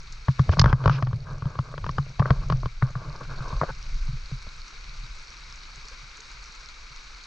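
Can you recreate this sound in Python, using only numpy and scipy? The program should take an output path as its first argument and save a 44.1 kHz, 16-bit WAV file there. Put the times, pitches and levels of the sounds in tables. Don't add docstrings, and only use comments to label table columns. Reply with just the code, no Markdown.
import sys
import numpy as np
from scipy import signal
from scipy.fft import rfft, irfft
from scipy.io import wavfile
from scipy.ndimage import uniform_filter1d

SR = 44100
rng = np.random.default_rng(int(sys.argv[2]) if len(sys.argv) > 2 else 0)


def generate_wav(sig):
    pcm = np.round(np.clip(np.atleast_2d(sig).T, -1, 1) * 32767).astype(np.int16)
    wavfile.write(sys.argv[1], SR, pcm)


N = 320166
TIME = np.arange(N) / SR
HIT_SIZE = 8192
AGE = np.arange(HIT_SIZE) / SR
SCUFF_S = 0.012
JERKY_DB = 2.2


# start_s, level_db
BROOK_LEVEL = [(0.0, -54), (0.53, -51), (0.72, -61.5), (0.85, -54), (1.05, -59.5), (2.36, -54),
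               (2.95, -55.5), (3.48, -51.5), (5.09, -50.5), (6.0, -50), (7.26, -50.5)]
# freq_hz, gain_db
WATER_COLOUR = [(120, 1.5), (200, -1), (300, -3.5), (510, -4), (630, -7.5), (760, -6.5), (950, -1),
                (1600, -4.5), (1830, -8), (2200, -4.5), (3200, -2), (5000, 1.5), (6100, 0.5), (7500, -12),
                (10000, -30.5), (13000, -42)]
# freq_hz, width_hz, left_db, right_db
PORT_RESONANCES = [(1420, 920, 11.5, 10), (2285, 875, 15.5, 7), (3833, 260, 9, 3), (4356, 670, 1.5, 9.5)]
# freq_hz, left_right_likeness (correlation, 1 = the same on both sides)
WATER_LIKENESS = [(100, 0.61), (220, 0.72), (540, 0.36), (1300, 0.8), (2000, 0.031), (3100, 0.39),
                  (4300, 0.95), (7500, 0.9)]


def brook(trim_db=3.5):
    hz = np.fft.rfftfreq(N, 1 / SR)
    alike = np.clip(at_hz(WATER_LIKENESS, hz), -.99, .99)
    shared = np.sqrt(1 + alike) * rfft(water())
    opposed = np.sqrt(1 - alike) * rfft(water()) * [[1], [-1]]
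    ports_db = 0
    for centre_hz, width_hz, left_db, right_db in PORT_RESONANCES:
        bump = np.exp(-(2 * (hz - centre_hz) / width_hz) ** 2)
        ports_db = ports_db + np.array([[left_db], [right_db]]) * bump
    at_ports = irfft((shared + opposed) * from_db(ports_db), N)
    level_db, = in_time(BROOK_LEVEL)
    return from_db(level_db + trim_db) * colour(at_ports, WATER_COLOUR)


def water(per_s=3600, dull_spread_db=3.0, bright_spread_db=6.5, cycles=18, wash_db=7.5, surge_db=1.0, count=24):
    pitches = np.geomspace(380, 9000, count) * rng.uniform(.96, 1.04, count)
    spreads_db = np.interp(pitches, [1500, 5500], [dull_spread_db, bright_spread_db])
    bubbles = np.zeros(N)
    for hz, spread_db in zip(pitches, spreads_db):
        ringing = ring(grains(per_s / count, spread_db), hz, t60=cycles / hz)
        bubbles += np.sqrt(hz) * rms_one(np.diff(ringing, prepend=0))
    wash = rng.standard_normal(N) * from_db(surge_db * drift(40))
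    return rms_one(bubbles) + from_db(wash_db) * wash


# start_s, pitch_hz (before the rise), level_db
BANK_GULPS = [(5.85, 385, -48), (5.913, 457, -45), (6.19, 390, -47), (6.425, 790, -47)]


def gurgles(level_db=-56, count=260):
    out = np.zeros((2, N))
    for when, size, strength, place in rng.random((count, 4)):
        note = bubble(300 * 9 ** size)
        note_db = level_db + 10 * (strength + size - 1)
        add(out, when * N / SR, from_db(note_db) * pan(12 * (place - .4)) * note)
    for s, hz, db in BANK_GULPS:
        add(out, s, from_db(db) * bubble(hz))
    return out


def bubble(hz, cycles=28, rise=0.46):
    life = AGE * hz / cycles
    tone = np.sin(2 * np.pi * hz * AGE * (1 + rise * np.minimum(life, 1)))
    return tone * from_db(-60 * life) * (1 - np.exp(-AGE * hz))


# start_s, peak_db
BRIGHT_TICKS = [(0.1233, -33.5), (5.758, -38), (5.853, -39), (5.8835, -33), (6.204, -34), (6.44, -37.5),
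                (6.5211, -40), (6.55, -40)]


def bright_ticks(t60=0.024, low_hz=4200, high_hz=7000):
    out = np.zeros((2, N))
    band = signal.butter(4, [low_hz, high_hz], "band", fs=SR, output="sos")
    for s, db in BRIGHT_TICKS:
        spatter = signal.sosfilt(band, rng.standard_normal(HIT_SIZE) * from_db(-60 * AGE / t60))
        add(out, s, from_db(db) * spatter / abs(spatter).max())
    return out


# start_s, clack_db, hollow_body_db, thump_db, thump_hz, thump_t60_s, crack_db, contact_hardness_hz
HOUSING_KNOCKS = [(0.2829, -16, -20, -11.5, 131, 0.083, -26, 1900),
                  (0.3931, -15.5, -19, -10, 131.4, 0.095, -24, 1720),
                  (0.4917, -19, -14, -6.5, 105, 0.031, -26, 1970),
                  (0.5694, -26, -19, -20, 150, 0.12, -50, 1700),
                  (0.589, -13.5, -33, -26, 125, 0.045, -28, 1900),
                  (0.594, -18, -19.5, -9.5, 121, 0.06, -7.5, 2000),
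                  (0.615, -10, -25, -11, 125.5, 0.082, -20, 1700),
                  (0.641, -9.5, -15, -6, 116, 0.038, -20, 1850),
                  (0.658, -9.5, -18.5, -8.5, 124, 0.061, -23.5, 1800),
                  (0.696, -31, -34, -18, 110, 0.046, -28, 1800),
                  (0.7275, -7.5, -18.5, -10, 126, 0.079, -22, 1900),
                  (0.839, -28, -28, -25, 125, 0.053, -28, 1800),
                  (0.8573, -8.5, -9.5, -8.5, 124.3, 0.067, -17, 1610),
                  (0.8766, -10.5, -15.5, -12.5, 117, 0.075, -19, 1510),
                  (0.8952, -9, -23, -16.5, 136.7, 0.13, -20, 1630),
                  (1.024, -17.5, -19, -17.5, 123, 0.11, -23, 1900),
                  (1.07, -25, -36, -25.5, 121.3, 0.16, -31.5, 1790),
                  (1.11, -39, -43, -42, 128, 0.06, -51, 1700),
                  (1.129, -27.5, -31.5, -23.5, 117, 0.11, -35.5, 1850),
                  (1.4215, -26, -32.5, -22.5, 120, 0.046, -38, 1710),
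                  (1.4547, -29.5, -36, -16.5, 131.5, 0.064, -40, 1710),
                  (1.5537, -30.5, -35, -44, 113, 0.1, -38, 1750),
                  (1.5889, -17, -27.5, -17, 130, 0.076, -30, 1840),
                  (1.7394, -32, -27.5, -39, 141, 0.11, -52, 1700),
                  (1.7782, -25, -31, -31, 117, 0.05, -30.5, 1730),
                  (1.8412, -21.5, -32, -28.5, 112, 0.047, -30, 1900),
                  (1.864, -19.5, -29, -27.5, 139, 0.1, -27, 1850),
                  (1.891, -20, -30, -22.5, 134, 0.059, -29, 1850),
                  (1.9821, -15.5, -21.5, -20.5, 137.8, 0.14, -27.5, 1560),
                  (2.064, -48, -39, -36, 130, 0.067, -52, 1500), (2.1, -48, -45, -33, 129, 0.06, -55, 1500),
                  (2.195, -21.5, -11.5, -11, 116.4, 0.1, -18, 1950),
                  (2.201, -19, -38, -14.5, 125.4, 0.093, -32, 1800),
                  (2.2187, -27, -18, -24.5, 138, 0.089, -46, 1900),
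                  (2.2239, -17.5, -34, -32, 137, 0.072, -43, 1790),
                  (2.256, -18, -16.5, -26, 130, 0.12, -40, 1870),
                  (2.3046, -11.5, -13.5, -6.5, 131, 0.058, -23, 1800),
                  (2.4994, -17.5, -17.5, -20, 144.5, 0.11, -23.5, 1980),
                  (2.5224, -14.5, -26, -18, 128.6, 0.16, -27, 1700),
                  (2.6313, -27.5, -26, -30.5, 119, 0.14, -56.5, 1400),
                  (2.6571, -21, -24.5, -22.5, 128, 0.058, -29, 1400),
                  (2.8232, -13, -21.5, -12.5, 127, 0.095, -41, 2120),
                  (2.902, -43, -40, -36, 128, 0.068, -55, 1700),
                  (2.953, -24, -35, -24.5, 128, 0.11, -51.5, 1700),
                  (3.5256, -26, -40, -27.5, 131, 0.092, -50, 1500),
                  (3.6134, -11, -15, -22, 143.5, 0.11, -39, 1850),
                  (3.6214, -22, -21, -26, 124, 0.065, -52, 1750),
                  (3.6324, -33, -14.5, -41, 114, 0.08, -49, 1750),
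                  (3.638, -28, -27, -39, 144, 0.12, -46, 1770),
                  (4.078, -42, -54, -49, 130, 0.06, -62, 1490),
                  (4.313, -45, -40, -36, 130, 0.06, -58, 1500),
                  (4.467, -44, -41, -31.5, 178, 0.024, -55, 1500),
                  (6.488, -56, -54, -43.5, 150, 0.031, -55, 1500)]
# start_s, level_db
HAND_BUMPS = [(3.213, -32.5), (3.403, -25.5), (3.699, -32), (4.084, -25.5), (4.131, -28.5), (4.319, -22.5),
              (4.885, -43), (5.031, -39), (5.361, -52), (5.773, -46), (6.027, -45), (6.904, -46.5)]
# freq_hz, level_db, t60_s, left_over_right_db
HOUSING_MODES = [(326, -8, 0.01, 1), (455, -6.5, 0.023, 2), (587, -1, 0.014, 3), (952, -5.5, 0.023, 18.5),
                 (1095, 13, 0.014, 2.5), (1163, -16, 0.001, 6.5), (1420, -16, 0.025, 5)]
# freq_hz, level_db, t60_s, left_over_right_db
CRACK_MODES = [(1680, 4.5, 0.011, 14), (2470, 2.5, 0.0059, 4), (3070, -3, 0.0098, 5.5), (3290, 3, 0.006, 6),
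               (4200, 3, 0.0022, -12), (4730, -4, 0.0071, -4.5), (5100, -9.5, 0.004, -3.5),
               (5860, -19, 0.0043, -2)]


def knocks(clack_trim_db=1.0, thump_trim_db=9.5, bump_trim_db=7.5, give_s=0.000907, swing_lag_s=0.0024):
    out = np.zeros((2, N))
    body = [mode for mode in HOUSING_MODES if mode[0] < 800]
    shell = [mode for mode in HOUSING_MODES if mode[0] >= 800]
    for s, clack_db, hollow_db, thump_db, thump_hz, thump_t60, crack_db, hardness_hz in HOUSING_KNOCKS:
        push = contact(grit=0.055, grit_s=0.0029, soft_hz=hardness_hz, scuff_db=-7.0)
        blow = np.diff(push, prepend=0)
        reach_hz = np.interp(crack_db, [-44, -30, -3], [3000, 5300, 6600])
        edge = contact(grit=0.13, grit_s=0.0033, soft_hz=reach_hz, scuff_db=-14.0)
        scuff_start = s + give_s - SCUFF_S
        add(out, scuff_start, from_db(clack_db + clack_trim_db) * housing(shell, blow))
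        add(out, scuff_start, from_db(hollow_db) * housing(body, blow))
        add(out, scuff_start, from_db(crack_db) * housing(CRACK_MODES, edge))
        swing_gain = from_db(thump_db + thump_trim_db)
        add(out, s + swing_lag_s, swing_gain * pan(0.5) * thump(thump_hz, thump_t60, rise_s=0.0065))
        add(out, s, swing_gain * lurch())
    for s, db in HAND_BUMPS:
        add(out, s, from_db(db + bump_trim_db) * thump(hz=128, t60=0.1, rise_s=0.007))
    return out


def contact(grit, grit_s, soft_hz, scuff_db, before_s=0.0035, after_s=0.0071, side_db=-11):
    t = AGE[:HIT_SIZE // 3] - SCUFF_S
    scuff = from_db(scuff_db) * np.exp(-np.maximum(-t / before_s, t / after_s))
    pressure = (t >= 0) * np.exp(-(t / grit_s) ** 2) + scuff
    force = grit * pressure * stereo(*rng.standard_normal((2, len(t))), side_db)
    force[:, round(SCUFF_S * SR)] += 1
    return low_pass(force + 1e-18, soft_hz, order=6)


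def housing(modes, force):
    out = 0
    for hz, db, t60, side_db in modes:
        strength, lean_db, detune = rng.standard_normal(3)
        mode = ring(force, hz * (1 + .012 * detune), t60)
        out = out + from_db(db + 1.5 * strength) * pan(side_db + lean_db) * mode
    return out / abs(out).max()


# freq_hz, middle_level_db (varied at random), t60_s
MOUNT_SWING = [(92, -12, 0.056), (126, -27, 0.042)]


def thump(hz, t60, rise_s):
    swing = np.sin(2 * np.pi * hz * AGE) * from_db(-60 * AGE / t60)
    for mode_hz, db, mode_t60 in MOUNT_SWING:
        decay = from_db(db + rng.normal(0, 6.2) - 60 * AGE / mode_t60)
        swing = swing + np.sin(2 * np.pi * mode_hz * AGE) * decay
    return -swing * (1 - np.exp(-(AGE / rise_s) ** 2))


def lurch(middle_hz=68, t60=0.099, level_db=-15.5):
    hz = middle_hz * np.exp(rng.normal(0, 0.19))
    return -np.sin(2 * np.pi * hz * AGE) * from_db(level_db - 60 * AGE / t60)


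# start_s, level_db, length_s
SNAPS = [(0.5944, -4.5, 0.0058), (0.6139, -14, 0.005)]
# freq_hz, gain_db
CRUNCH_COLOUR = [(900, -13), (1900, 5), (2600, -3.5), (3400, -6), (4200, 7.5), (5200, 8.5), (6400, -6),
                 (7800, -26), (10000, -43), (13000, -45)]


def crunches():
    out = np.zeros((2, N))
    for s, db, length_s in SNAPS:
        grit = colour(stereo(*rng.standard_normal((2, HIT_SIZE)), side_db=-12), CRUNCH_COLOUR)
        onset = 1 - np.exp(-(AGE / .0004) ** 2)
        burst = grit * onset * np.exp(-(AGE / length_s) ** 2)
        add(out, s, from_db(db) * pan(-3.0) * burst / abs(burst).max())
    return out


# start_s, end_s, mid_stroke_level_db, swell_db (from start to end)
FINGER_RUBS = [(0.736, 0.863, -43, 10), (0.896, 1.014, -43.5, 7), (1.247, 1.321, -48.5, 8),
               (1.303, 1.405, -47, -9), (1.436, 1.588, -48.5, -6), (1.617, 1.753, -49, 3),
               (2.304, 2.405, -45.5, -5), (2.405, 2.459, -46, -3), (2.814, 2.93, -49, -20),
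               (2.946, 3.035, -45.5, -3), (3.013, 3.109, -46.5, 6), (3.093, 3.208, -49.5, -2),
               (3.198, 3.265, -44, -5), (3.281, 3.55, -42.5, 3.5), (3.536, 3.607, -45, -16),
               (3.623, 3.704, -40, -4), (3.838, 3.91, -55.5, 6)]
# freq_hz, gain_db
RUB_COLOUR = [(150, 2.5), (300, 2.5), (470, 4), (620, 6), (780, -2), (900, 3), (1120, 4.5), (1350, -3),
              (1600, 4), (1900, -23.5), (2400, -17.5), (3200, -28.5), (6000, -49.5)]
# start_s, end_s, level_db, hiss_db (against the dull rub)
SKIN_SLIPS = [(0.513, 0.551, -34.5, -4), (0.643, 0.732, -34.5, -12), (0.882, 1.0, -44, 0.5),
              (2.24, 2.301, -36, -21), (3.681, 3.715, -33.5, -26)]
# freq_hz, gain_db
SLIP_COLOUR = [(1000, -8), (2400, 9), (3500, 1), (5300, 2.5), (6400, -8.5), (8000, -39.5), (12000, -75.5)]


def fingers(uneven_db=1.0, squeak_db=-3.5, crackle_db=-24.5):
    catches, far_side = (grains(per_s=1500, spread_db=1.5) for _ in range(2))
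    grip = from_db(uneven_db * drift(25) + JERKY_DB * drift(65))
    friction = stereo(catches, far_side, side_db=-12.0) * grip
    rub = colour(friction, RUB_COLOUR)
    rub = rms_one(rub + from_db(squeak_db) * squeak(rub)) * pan(1.0)
    crackle = rms_one(housing(CRACK_MODES, grains(per_s=240, spread_db=0.5)))
    rub = rub + from_db(crackle_db) * crackle
    grit = stereo(*rng.standard_normal((2, N)), side_db=-6.5) * from_db(JERKY_DB * drift(120))
    hiss = colour(grit, SLIP_COLOUR)
    out = rub * sum(stroke(*row) for row in FINGER_RUBS)
    for start, end, db, hiss_db in SKIN_SLIPS:
        slip = gate(start, end, edge_s=(end - start) / 3)
        out += from_db(db) * slip * (rub + from_db(hiss_db) * hiss)
    return out


# start_s, resonance_hz
SQUEAK_PATH = [(2.96, 1233), (3.1, 1110), (3.23, 1270), (3.3, 1374), (3.35, 1420), (3.41, 1350),
               (3.47, 1053), (3.53, 1136), (3.6, 1156), (3.7, 1420)]


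def squeak(x, width_hz=260, size=128):
    centre_hz, = in_time(SQUEAK_PATH)
    r = np.exp(-np.pi * width_hz / SR)
    out, state = np.zeros_like(x), np.zeros((2, 2))
    for i in range(0, N, size):
        poles = [1, -2 * r * np.cos(2 * np.pi * centre_hz[i] / SR), r * r]
        out[:, i:i + size], state = signal.lfilter([1, 0, -1], poles, x[:, i:i + size], zi=state)
    return rms_one(out)


def stroke(start, end, db, swell_db):
    swell = swell_db * np.interp(TIME, [start, end], [-.5, .5])
    return gate(start, end, edge_s=0.017) * from_db(1.66 * drift(4.3) + db + swell)


def gate(start, end, edge_s):
    return np.clip(np.minimum(TIME - start, end - TIME) / edge_s, 0, 1)


# start_s, end_s, mid_stroke_level_db, swell_db (start to end)
DRAGS = [(0.786, 0.866, -25, 12), (0.931, 1.031, -26.5, -8)]


def shudder(middle_hz=132.2, waver=0.045):
    hz = middle_hz * (1 + waver * drift(17.4))
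    return np.sin(2 * np.pi * np.cumsum(hz) / SR) * sum(stroke(*row) for row in DRAGS)


# start_s, level_db
HAND_JERKS = [(2.357, -25.5), (2.585, -26), (3.547, -19), (3.914, -35), (3.993, -24)]


def jerks(rock_hz=36.3, length_s=0.058):
    out = np.zeros((2, N))
    swell = np.sin(np.pi * np.minimum(AGE / length_s, 1))
    rock = -np.sin(2 * np.pi * rock_hz * AGE) * swell
    for s, db in HAND_JERKS:
        add(out, s, from_db(db) * rock)
    return out


# start_s, rumble_db, mount_hum_db
HAND_GRIP = [(0.0, -39.5, -57), (0.25, -37, -56.5), (0.45, -34.5, -30), (0.68, -21, -31), (0.8, -37, -57),
             (1.1, -34.5, -32.5), (1.7, -43, -47.5), (1.95, -34, -39), (2.2, -40.5, -45),
             (2.55, -30.5, -38.5), (2.8, -31, -58.5), (3.02, -35.5, -38), (3.5, -32.5, -48),
             (3.8, -33, -49.5), (4.05, -28, -53.5), (4.65, -38, -61), (5.9, -41.5, -64.5),
             (7.26, -46, -74.5)]
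# freq_hz, gain_db
RUMBLE_COLOUR = [(12, -4.5), (22, 1.5), (36, -3), (52, -8.5), (75, -23), (110, -30), (250, -54)]
# freq_hz, gain_db
HUM_COLOUR = [(50, -25), (85, 1.5), (125, 7.5), (150, 7.5), (190, -14.5), (300, -24.5), (600, -21.5)]


def shake(rumble_trim_db=-2.5, even_s=0.12, tremble_db=3.0, tremble_hz=4):
    rumble_db, hum_db = in_time(HAND_GRIP)
    rumble = colour(rng.standard_normal(N), RUMBLE_COLOUR)
    rumble /= np.sqrt(uniform_filter1d(rumble ** 2, int(even_s * SR)) + 0.078)
    hum = colour(rng.standard_normal(N), HUM_COLOUR)
    tremble = from_db(tremble_db * drift(tremble_hz))
    return tremble * (from_db(rumble_db + rumble_trim_db) * rumble + from_db(hum_db) * hum)


def from_db(db):
    return 10 ** (np.asarray(db) / 20)


def rms_one(x):
    return x / np.sqrt(np.mean(x ** 2) + 1e-20)


def in_time(rows):
    s, *columns = np.transpose(rows)
    return [np.interp(TIME, s, c) for c in columns]


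def at_hz(points, hz):
    points = np.array(points)
    return np.interp(np.log(np.maximum(hz, 1)), np.log(points[:, 0]), points[:, 1])


def colour(x, spectrum):
    hz = np.fft.rfftfreq(x.shape[-1], 1 / SR)
    low_skirt = np.clip(hz / spectrum[0][0], 0, 1)
    high_skirt = np.clip(spectrum[-1][0] / (hz + 1), 0, 1)
    gain = from_db(at_hz(spectrum, hz)) * (low_skirt * high_skirt) ** 2
    return rms_one(irfft(rfft(x) * gain, x.shape[-1]))


def low_pass(x, hz, order):
    return signal.sosfilt(signal.butter(order, min(hz, .45 * SR), fs=SR, output="sos"), x)


def drift(rate):
    r = np.exp(-80 * np.pi * rate / SR)
    noise = rng.standard_normal(N // 40 + 2002)
    slow = signal.lfilter([1], [1, -2 * r, r * r], noise)[2000:]
    return np.interp(np.arange(N) / 40, np.arange(len(slow)), rms_one(slow))


def grains(per_s, spread_db):
    chance = rng.random(N) * SR / per_s
    born = np.flatnonzero(chance < 1)
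    out = np.zeros(N)
    size_db = spread_db * np.minimum(-np.log(chance[born]), 5)
    out[born] = from_db(size_db) * (-1.0) ** born
    return out


def ring(clicks, hz, t60):
    r, w = from_db(-60 / (t60 * SR)), 2 * np.pi * hz / SR
    return signal.lfilter([0, np.sin(w)], [1, -2 * r * np.cos(w), r * r], clicks + 1e-18)


def pan(db):
    return from_db(np.array([[db], [-db]]) / 2)


def stereo(mid, side, side_db):
    return mid + from_db(side_db) * side * np.array([[1], [-1]])


def add(out, s, sound):
    i = max(round(s * SR), 0)
    out[:, i:i + sound.shape[-1]] += sound[..., :N - i]


def scene():
    outdoors = brook() + gurgles() + bright_ticks()
    handling = knocks() + crunches() + fingers() + shudder() + jerks() + shake()
    return outdoors + handling


def record(dry):
    return signal.sosfilt(signal.cheby2(12, 70, 14000, fs=SR, output="sos"), dry)


dry = scene()
out = record(dry)
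generate_wav(out)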